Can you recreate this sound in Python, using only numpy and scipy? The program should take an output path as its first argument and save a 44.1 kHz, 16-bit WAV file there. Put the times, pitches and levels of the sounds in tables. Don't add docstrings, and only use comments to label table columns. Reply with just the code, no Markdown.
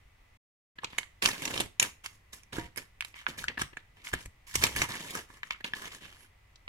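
import sys
import numpy as np
from scipy import signal
from scipy.fft import rfft, irfft, next_fast_len
from scipy.io import wavfile
from scipy.ndimage import uniform_filter1d

SR = 44100
rng = np.random.default_rng(int(sys.argv[2]) if len(sys.argv) > 2 else 0)


def wav_record(signal):
    frames = np.transpose(np.atleast_2d(signal))
    bounded = np.clip(frames, -1, 1)
    quanta = np.round(bounded * 32767).astype(np.int16)
    wavfile.write(sys.argv[1], SR, quanta)


N = 294838
TIME = np.arange(N) / SR

# f/Hz, relative level/dB
ROOM_NOISE = [(25, 2), (50, 5.5), (110, -3.5), (200, -15.5), (330, -20.5), (700, -20.5), (1200, -19.5),
              (1500, -24), (2000, -16), (4200, -30.5), (10000, -37.5), (16000, -40)]
ROOM_NOISE_DB = -61.5
# f/Hz, rms level/dB
HUM_TONES = [(100, -74), (2000, -79.5)]
# f/Hz, level/dB
LEFT_PORT_RESPONSE = [(250, -1), (450, -2.5), (700, -9), (1250, -1.5), (2300, -4), (4500, -2.5),
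                      (8000, -2.5), (11000, -12.5), (15000, -29)]
PORT_LAG_MS = 0.15
ROOM_T60_S, ROOM_TREBLE_T60_S = 0.27, 0.26
ROOM_DB, NEAR_WALLS_DB = -17, -5.5
SILENCE_START_S, SILENCE_END_S = .372, .757
TOP_HZ = 15700

# t/s, Gaussian half-width (to 1/e)/s, level/dB
AIR_PUFFS = [(1.285, 0.035, -48), (1.63, 0.052, -54), (2.611, 0.069, -46.5), (3.467, 0.064, -51),
             (3.626, 0.033, -42.5), (4.151, 0.02, -38.5), (4.27, 0.019, -46), (4.586, 0.043, -37),
             (4.68, 0.028, -48), (4.798, 0.056, -39.5)]
# f/Hz, T60/s, relative level/dB
HOLLOW_MODES = [(324, 0.067, -27), (510, 0.22, -49), (704, 0.2, -43.5), (945, 0.17, -39)]

# f/Hz, relative level/dB
POUCH_SPECTRUM = [(40, -14), (110, -2.5), (160, -2), (300, -2.5), (430, -4.5), (570, -5.5), (950, -11.5),
                  (1250, -27), (3000, -54.5)]
SHEET_SPECTRUM = [(300, -32.5), (750, -15.5), (1080, 1), (1500, -12), (1950, 3.5), (2500, -1), (3100, -1.5),
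                  (4300, -12.5), (6000, -29.5), (12000, -50.5)]
EDGE_SPECTRUM = [(1500, -35), (4100, -10), (5600, 2.5), (7500, 0), (8700, 0), (12000, -5), (15500, -17)]
HISS_SPECTRUM = [(1500, -38), (4000, -6.5), (5400, 3), (8000, 2.5), (11000, 3), (15500, -8.5)]

# t/s, relative level/dB
RIP = [(1.214, -75.5), (1.223, -32.5), (1.289, -33), (1.33, -44.5), (1.385, -48), (1.43, -42.5),
       (1.616, -40.5), (1.68, -62.5)]
RIP_BODY_DB, RIP_OPENING_DB_PER_S, RIP_HISS_DB = -9, 23.5, -4.5
# t/s, length/s, then relative levels of sheet/dB, pouch body/dB, edge hiss/dB
FINGER_STROKES = [(0.823, 0.052, -51.5, -61.5, -75), (0.907, 0.08, -54, -64.5, -66),
                  (0.988, 0.014, -50, -58.5, -56), (1.811, 0.035, -37.5, -42.5, -40.5),
                  (2.044, 0.013, -46, -65, -48.5), (2.095, 0.063, -68.5, -71.5, -65),
                  (2.332, 0.011, -51, -58.5, -48), (2.378, 0.014, -63, -67.5, -64),
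                  (2.531, .065, -42.5, -45, -49.5), (2.631, 0.014, -49.5, -53.5, -59),
                  (2.774, 0.0099, -41, -48.5, -47), (2.795, 0.0064, -62, -55, -61),
                  (3.056, 0.027, -61, -69, -58.5), (3.158, 0.047, -50, -70.5, -58.5),
                  (3.283, 0.0069, -41, -44, -47), (3.333, 0.011, -51, -55.5, -70),
                  (3.381, 0.035, -42, -51, -45.5), (3.484, 0.015, -45.5, -47, -65),
                  (3.594, 0.014, -37.5, -48, -44.5), (3.774, 0.017, -62, -64.5, -79),
                  (3.968, 0.062, -61, -66.5, -72), (4.046, .045, -46, -66.5, -49.5),
                  (4.132, 0.028, -42.5, -49, -62), (4.19, 0.042, -56, -64.5, -56),
                  (4.474, 0.061, -49.5, -74.5, -52), (4.545, 0.049, -41, -62.5, -40),
                  (4.62, 0.029, -30.5, -38, -34), (4.668, 0.093, -44.5, -49.5, -48.5),
                  (4.767, 0.066, -34.5, -41.5, -38), (4.891, 0.072, -40.5, -46.5, -46),
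                  (4.992, 0.13, -45.5, -49.5, -49), (5.137, 0.055, -41, -46, -45),
                  (5.291, .08, -59, -64, -62.5), (5.442, .04, -58.5, -67.5, -63.5),
                  (5.51, 0.014, -43.5, -60.5, -70), (5.651, .024, -42, -50, -55),
                  (5.754, 0.12, -45, -52.5, -50.5), (5.919, 0.038, -47, -55, -52),
                  (6.015, 0.072, -52, -56.5, -60), (6.118, 0.12, -57, -67.5, -65)]
GRIP_S, RELAX_DB_PER_S = 0.0089, 351.5
HANDLING_START_S, HANDLING_END_S = .8, 6.3

# t/s, relative ring level/dB, ring f/Hz, relative pouch thud level/dB, relative crack level/dB
SNAPS = [(0.7873, -40, 2040, -53, -69), (0.836, -35.5, 914, -48.5, -56), (0.8455, -31.5, 2500, -40, -42),
         (0.9317, -46, 2280, -50.5, -71), (0.985, -24.5, 2410, -43, -30.5), (1.0315, -43.5, 2300, -72, -67),
         (1.2241, -26.5, 2660, -42, -37), (1.2542, -25, 2660, -38, -33), (1.259, -18, 2980, -40.5, -28),
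         (1.4541, -33, 3200, -46.5, -33.5), (1.4775, -34.5, 2200, -44.5, -49),
         (1.5415, -34.5, 2660, -40, -52), (1.5775, -30, 2950, -45, -40), (1.6054, -25, 2840, -28, -29),
         (1.7983, -21, 2750, -39, -17.5), (1.828, -22.5, 3050, -39.5, -24),
         (2.061, -36, 2320, -59.5, -40.5), (2.3319, -48, 3970, -62, -49.5),
         (2.4341, -58.5, 2410, -72.5, -57.5), (2.531, -43, 2120, -48.5, -55.5),
         (2.5841, -38.5, 1440, -33, -52), (2.7608, -46, 2300, -62.5, -49), (2.7761, -41, 2240, -45, -35.5),
         (3.0078, -29.5, 2750, -75, -43), (3.0238, -37, 2210, -65, -56), (3.0483, -39, 2730, -59.5, -45),
         (3.1424, -46, 2330, -62, -73), (3.2662, -24.5, 1780, -59, -70), (3.4412, -32, 1800, -57.5, -43),
         (3.4832, -26, 2350, -50.5, -52), (3.5784, -32.5, 1980, -40, -56), (3.6178, -27, 1710, -33, -31.5),
         (3.7338, -50.5, 1934, -52.5, -76), (3.771, -36, 1830, -50.5, -55),
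         (4.0706, -38, 2100, -69.5, -52.5), (4.1379, -25, 1830, -31, -35),
         (4.2588, -45.5, 2185, -50, -47.5), (4.5559, -25.5, 2350, -33.5, -23),
         (4.6386, -17, 2720, -24, -21), (4.6677, -30, 2980, -39.5, -33), (4.7629, -30, 1790, -42, -32.5),
         (4.819, -21.5, 1960, -31, -29), (5.1076, -42.5, 3870, -48.5, -40.5),
         (5.1521, -32, 1540, -39, -36.5), (5.3032, -49.5, 1200, -53, -74), (5.432, -33, 2000, -61, -57),
         (5.508, -27.5, 2300, -53, -48.5), (5.6085, -44.5, 2030, -53.5, -63), (5.6447, -31, 2650, -42, -46),
         (5.736, -29, 1910, -45, -52.5), (6.559, -55, 4350, -69.5, -82.5),
         (6.6794, -36.5, 1700, -53, -84.5)]
# nominal ratio to the ring f, Q, relative level/dB
PATCH_MODES = [(.58, 1.5, -6.5), (.93, 5.4, 6), (1.25, 4.4, -10), (1.9, 7.7, -12)]
# t/s, left minus right level/dB
HAND_POSITIONS = [(0.8, 2.5), (1.0, -1), (1.6, 0.5), (1.8, 2.5), (2.05, 0), (2.8, -4), (3.3, 4), (4.6, 2.5),
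                  (6.5, 3)]
BUCKLE_MS, BUCKLE_HALVING_DB = 2.3, 10


def undb(db):
    return 10 ** (np.asarray(db) / 20)


def unit(x):
    return x / np.sqrt(np.mean(x ** 2))


def colour(points, size):
    hz, db = np.transpose(points)
    f = np.maximum(np.fft.rfftfreq(size, 1 / SR), 1)
    magnitude = undb(np.interp(np.log(f), np.log(hz), db))
    cepstrum = irfft(np.log(magnitude), size)
    cepstrum[1:size // 2] *= 2
    cepstrum[size // 2 + 1:] = 0
    return np.exp(rfft(cepstrum))


def shape(x, points):
    size = 2 * next_fast_len(N // 2 + SR // 10, True)
    return irfft(rfft(x, size) * colour(points, size), size)[..., :N]


def walk(rate):
    knots = np.arange(0, N / SR + 1, 1 / rate)
    return np.interp(TIME, knots, rng.standard_normal(len(knots)))


def add(out, x, s):
    start = max(int(s * SR), 0)
    out[:, start:start + x.shape[1]] += x[:, :N - start]


def resonance(f, hz, q):
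    return 1 / (1 + 1j * q * (f / hz - hz / f))


def background():
    mid, side = shape(rng.standard_normal((2, N)), ROOM_NOISE)
    side = shape(side, [(60, -25), (120, -18.0), (220, -8.0), (400, -0.5)])
    air = unit(np.array([mid + side, mid - side]))
    hum = 0
    for hz, db in HUM_TONES:
        phase = 2 * np.pi * (hz * TIME + rng.random()) + 0.33 * walk(5)
        hum = hum + undb(db) * np.sqrt(2) * np.sin(phase)
    return undb(ROOM_NOISE_DB) * air + hum


def room(x, first_s=0.0029, build_s=0.016, near_s=0.0054, near_hz=700, bass_db=1):
    t = TIME[:SR // 2]
    tail_noise, near_noise = rng.standard_normal((2, 2, len(t)))
    low = signal.lfilter(*signal.butter(1, 3000, fs=SR), tail_noise)
    high = tail_noise - low
    build = 1 - np.exp(-np.maximum(t - first_s, 0) / build_s)
    low_decay = undb(bass_db - 60 * t / ROOM_T60_S)
    high_decay = undb(-60 * t / ROOM_TREBLE_T60_S)
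    tail = (low_decay * low + high_decay * high) * build
    scattered = near_noise * np.exp(-t / near_s) * (t > .001)
    near = signal.lfilter(*signal.butter(2, near_hz, "high", fs=SR), scattered)
    response = undb(ROOM_DB) * unit(tail) + undb(NEAR_WALLS_DB) * unit(near)
    return signal.fftconvolve(x, response / np.sqrt(len(t)), axes=1)[:, :N]


def puffs(centre_hz=62):
    swell = sum(undb(db) * np.exp(-((TIME - s) / length) ** 2) for s, length, db in AIR_PUFFS)
    spectrum = [(15, -9), (centre_hz, 0), (130, -7), (300, -26), (1000, -65)]
    return swell * unit(shape(rng.standard_normal(N), spectrum))


def sliding_out(at_s=6.22, length_s=0.039, level_db=-61):
    swish = shape(rng.standard_normal((2, N)), [(5000, -38.5), (9300, 1), (10900, 10), (14000, -18.5)])
    return undb(level_db) * np.exp(-((TIME - at_s) / length_s) ** 2) * unit(swish)


def hollow_pop(at_s=2.584):
    t = TIME[:SR // 4]
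    ring = sum(undb(db - 60 * t / t60) * np.sin(2 * np.pi * hz * t) for hz, t60, db in HOLLOW_MODES)
    out = np.zeros((2, N))
    add(out, np.array([ring, ring]), at_s)
    return out


def handling():
    rip_s, rip_db = np.transpose(RIP)
    rip = np.interp(TIME, rip_s, rip_db, left=-120, right=-120)
    opened_s = np.clip(TIME, rip_s[0], rip_s[-1]) - rip_s[0]
    body = rip + RIP_BODY_DB + RIP_OPENING_DB_PER_S * opened_s
    power = undb([rip, body, rip + RIP_HISS_DB]) ** 2
    t = TIME[:SR // 2] - GRIP_S
    for s, length, *levels in FINGER_STROKES:
        grip = np.minimum(1 + t / GRIP_S, 1)
        relax = undb(-RELAX_DB_PER_S * np.maximum(t - length, 0))
        add(power, (undb(levels)[:, None] * grip * relax) ** 2, s - GRIP_S)
    return np.sqrt(power)


def crinkles(rate=70, centre_hz=2000, spread=0.35, scatter_db=4):
    out = np.zeros((2, N))
    delay_s = np.array([[PORT_LAG_MS / 1000], [0]])
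    t = np.maximum(TIME[:SR // 100] - delay_s, 0)
    count = int(rate * N / SR)
    for moment, pitch, strength, turn in rng.random((count, 4)):
        hz = centre_hz * np.exp(2 * spread * (2 * pitch - 1))
        flick = np.sin(2 * np.pi * hz * t) * np.exp(-t * hz) * np.sign(turn - .5)
        tick = np.sqrt(hz) * np.diff(flick) / np.sin(np.pi * hz / SR)
        add(out, undb(2 * scatter_db * strength) * tick, moment * N / SR)
    return unit(out)


def slip_stream(rate, scatter_db):
    strength = undb(scatter_db * np.minimum(rng.exponential(size=N), 5))
    force = strength * rng.standard_normal(N)
    return unit(force * (rng.random(N) < rate / SR))


def rubbing(levels, sheet_db=-2, body_db=-2, hiss_db=-1, crinkle_db=-6, rate=3500, scatter_db=2.5,
            wander_db=6.0, pan_db=1.95, taut_at_s=0.9, taut_length_s=.12, taut_db=6):
    sheet, body, hiss = levels
    shared = slip_stream(rate, scatter_db)
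    lag = int(PORT_LAG_MS * SR / 1000)
    own = np.array([slip_stream(rate, scatter_db) for _ in range(2)])
    slips = np.array([np.roll(shared, lag), shared]) + own
    tilt = taut_db * np.exp(-((TIME - taut_at_s) / taut_length_s) ** 2)
    edges = np.geomspace(400, 6400, 13)
    bent = 0
    for lo, hi in zip(edges[:-1], edges[1:]):
        band = signal.sosfilt(signal.butter(1, (lo, hi), "band", fs=SR, output="sos"), slips)
        band_db = wander_db * walk(20) + tilt * np.log2(min(lo / 2500, 1)) + tilt / 2
        bent = bent + undb(band_db) * band
    ringing = undb(sheet_db) * unit(shape(bent, SHEET_SPECTRUM))
    foil = sheet * (ringing + undb(crinkle_db) * crinkles())
    foil = foil + hiss * undb(hiss_db) * unit(shape(slips, HISS_SPECTRUM))
    pouch = body * undb(body_db) * unit(shape(shared + 0.18 * slips, POUCH_SPECTRUM))
    return foil * undb([[pan_db / 2], [-pan_db / 2]]) + pouch


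def random_snaps(levels, span, strength_db, scatter_db, ring_hz, count):
    rows = []
    for k, (moment, strength, pitch) in enumerate(rng.random((count, 3))):
        s = span[0] + (span[1] - span[0]) * (k + moment) / count
        worked_db = 20 * np.log10(levels[:, int(s * SR)])
        ring, thud, crack = worked_db + strength_db + scatter_db * (2 * strength - 1)
        rows.append((s, ring, ring_hz * 2 ** (pitch - .5), thud, crack))
    return rows


def snaps(rows, thud_db=-1, slip_db=-1, split_ms=0.75, lag_scatter_ms=0.064, detune=0.074,
          damping_ratio=1.745, size=2048, count=40):
    out = np.zeros((2, N))
    f = np.maximum(np.fft.rfftfreq(size, 1 / SR), 1)
    pouch, edge = colour(POUCH_SPECTRUM, size), colour(EDGE_SPECTRUM, size)
    lead_s, level_s = .015, .008
    for s, ring, hz, thud, crack in rows:
        buckle_ms = BUCKLE_MS * 2 ** (min(thud - ring, 0) / BUCKLE_HALVING_DB)
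        pan = np.interp(s, *np.transpose(HAND_POSITIONS))
        when = np.clip(rng.laplace(size=count) * buckle_ms / 1000, -lead_s, lead_s)
        force = rng.standard_normal((3, count)) * undb(slip_db) * np.sqrt(buckle_ms / count)
        slips = np.zeros((2, size))
        slips[:, ((lead_s + when) * SR).astype(int)] = force[0] + 0.82 * force[1:]
        slips[:, int(lead_s * SR)] = rng.choice([-1, 1])
        drive = rfft(slips)
        lag_s = (PORT_LAG_MS + lag_scatter_ms * rng.standard_normal()) / 1000
        drive[0] *= np.exp(-2j * np.pi * f * lag_s)
        patch = 0
        for ratio, q, db in PATCH_MODES:
            mode_hz = hz * ratio * np.exp(detune * rng.standard_normal())
            patch = patch + undb(db) * resonance(f, mode_hz, q)
        radiation = 1 / (1 + 0.28 * hz / (1j * f)) ** 2
        damping = signal.freqs(*signal.butter(4, damping_ratio, analog=True), f / hz)[1]
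        patch = patch * radiation * damping
        kink = rfft(rng.standard_normal(size) * np.exp(-TIME[:size] * 1000 / split_ms))
        parts = (patch, ring), (pouch, thud + thud_db), (edge * kink, crack)
        sound = sum(undb(db) * unit(irfft(drive * response)) for response, db in parts)
        sound = sound * np.sqrt(level_s * SR / size)
        add(out, sound * undb([[pan / 2], [-pan / 2]]), s - lead_s)
    return out


def scene():
    levels = handling()
    foil = rubbing(levels) + hollow_pop() + sliding_out()
    creases = random_snaps(levels, (HANDLING_START_S, HANDLING_END_S),
                           strength_db=-2.5, scatter_db=5, ring_hz=1900, count=150)
    fibres = random_snaps(levels, (RIP[0][0], RIP[-1][0]),
                          strength_db=2.5, scatter_db=3.5, ring_hz=2530, count=22)
    foil = foil + snaps(SNAPS + creases + fibres)
    left, right = foil + room(foil)
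    return np.array([shape(left, LEFT_PORT_RESPONSE), right]) + puffs() + background()


def record(dry):
    sounding = (TIME < SILENCE_START_S) | (TIME > SILENCE_END_S)
    gate = uniform_filter1d(1. * sounding, size=200)
    rounded = .85 * np.tanh(gate * dry / .85)
    return signal.sosfilt(signal.ellip(8, .2, 70, TOP_HZ, fs=SR, output="sos"), rounded)


dry = scene()
out = record(dry)
wav_record(out)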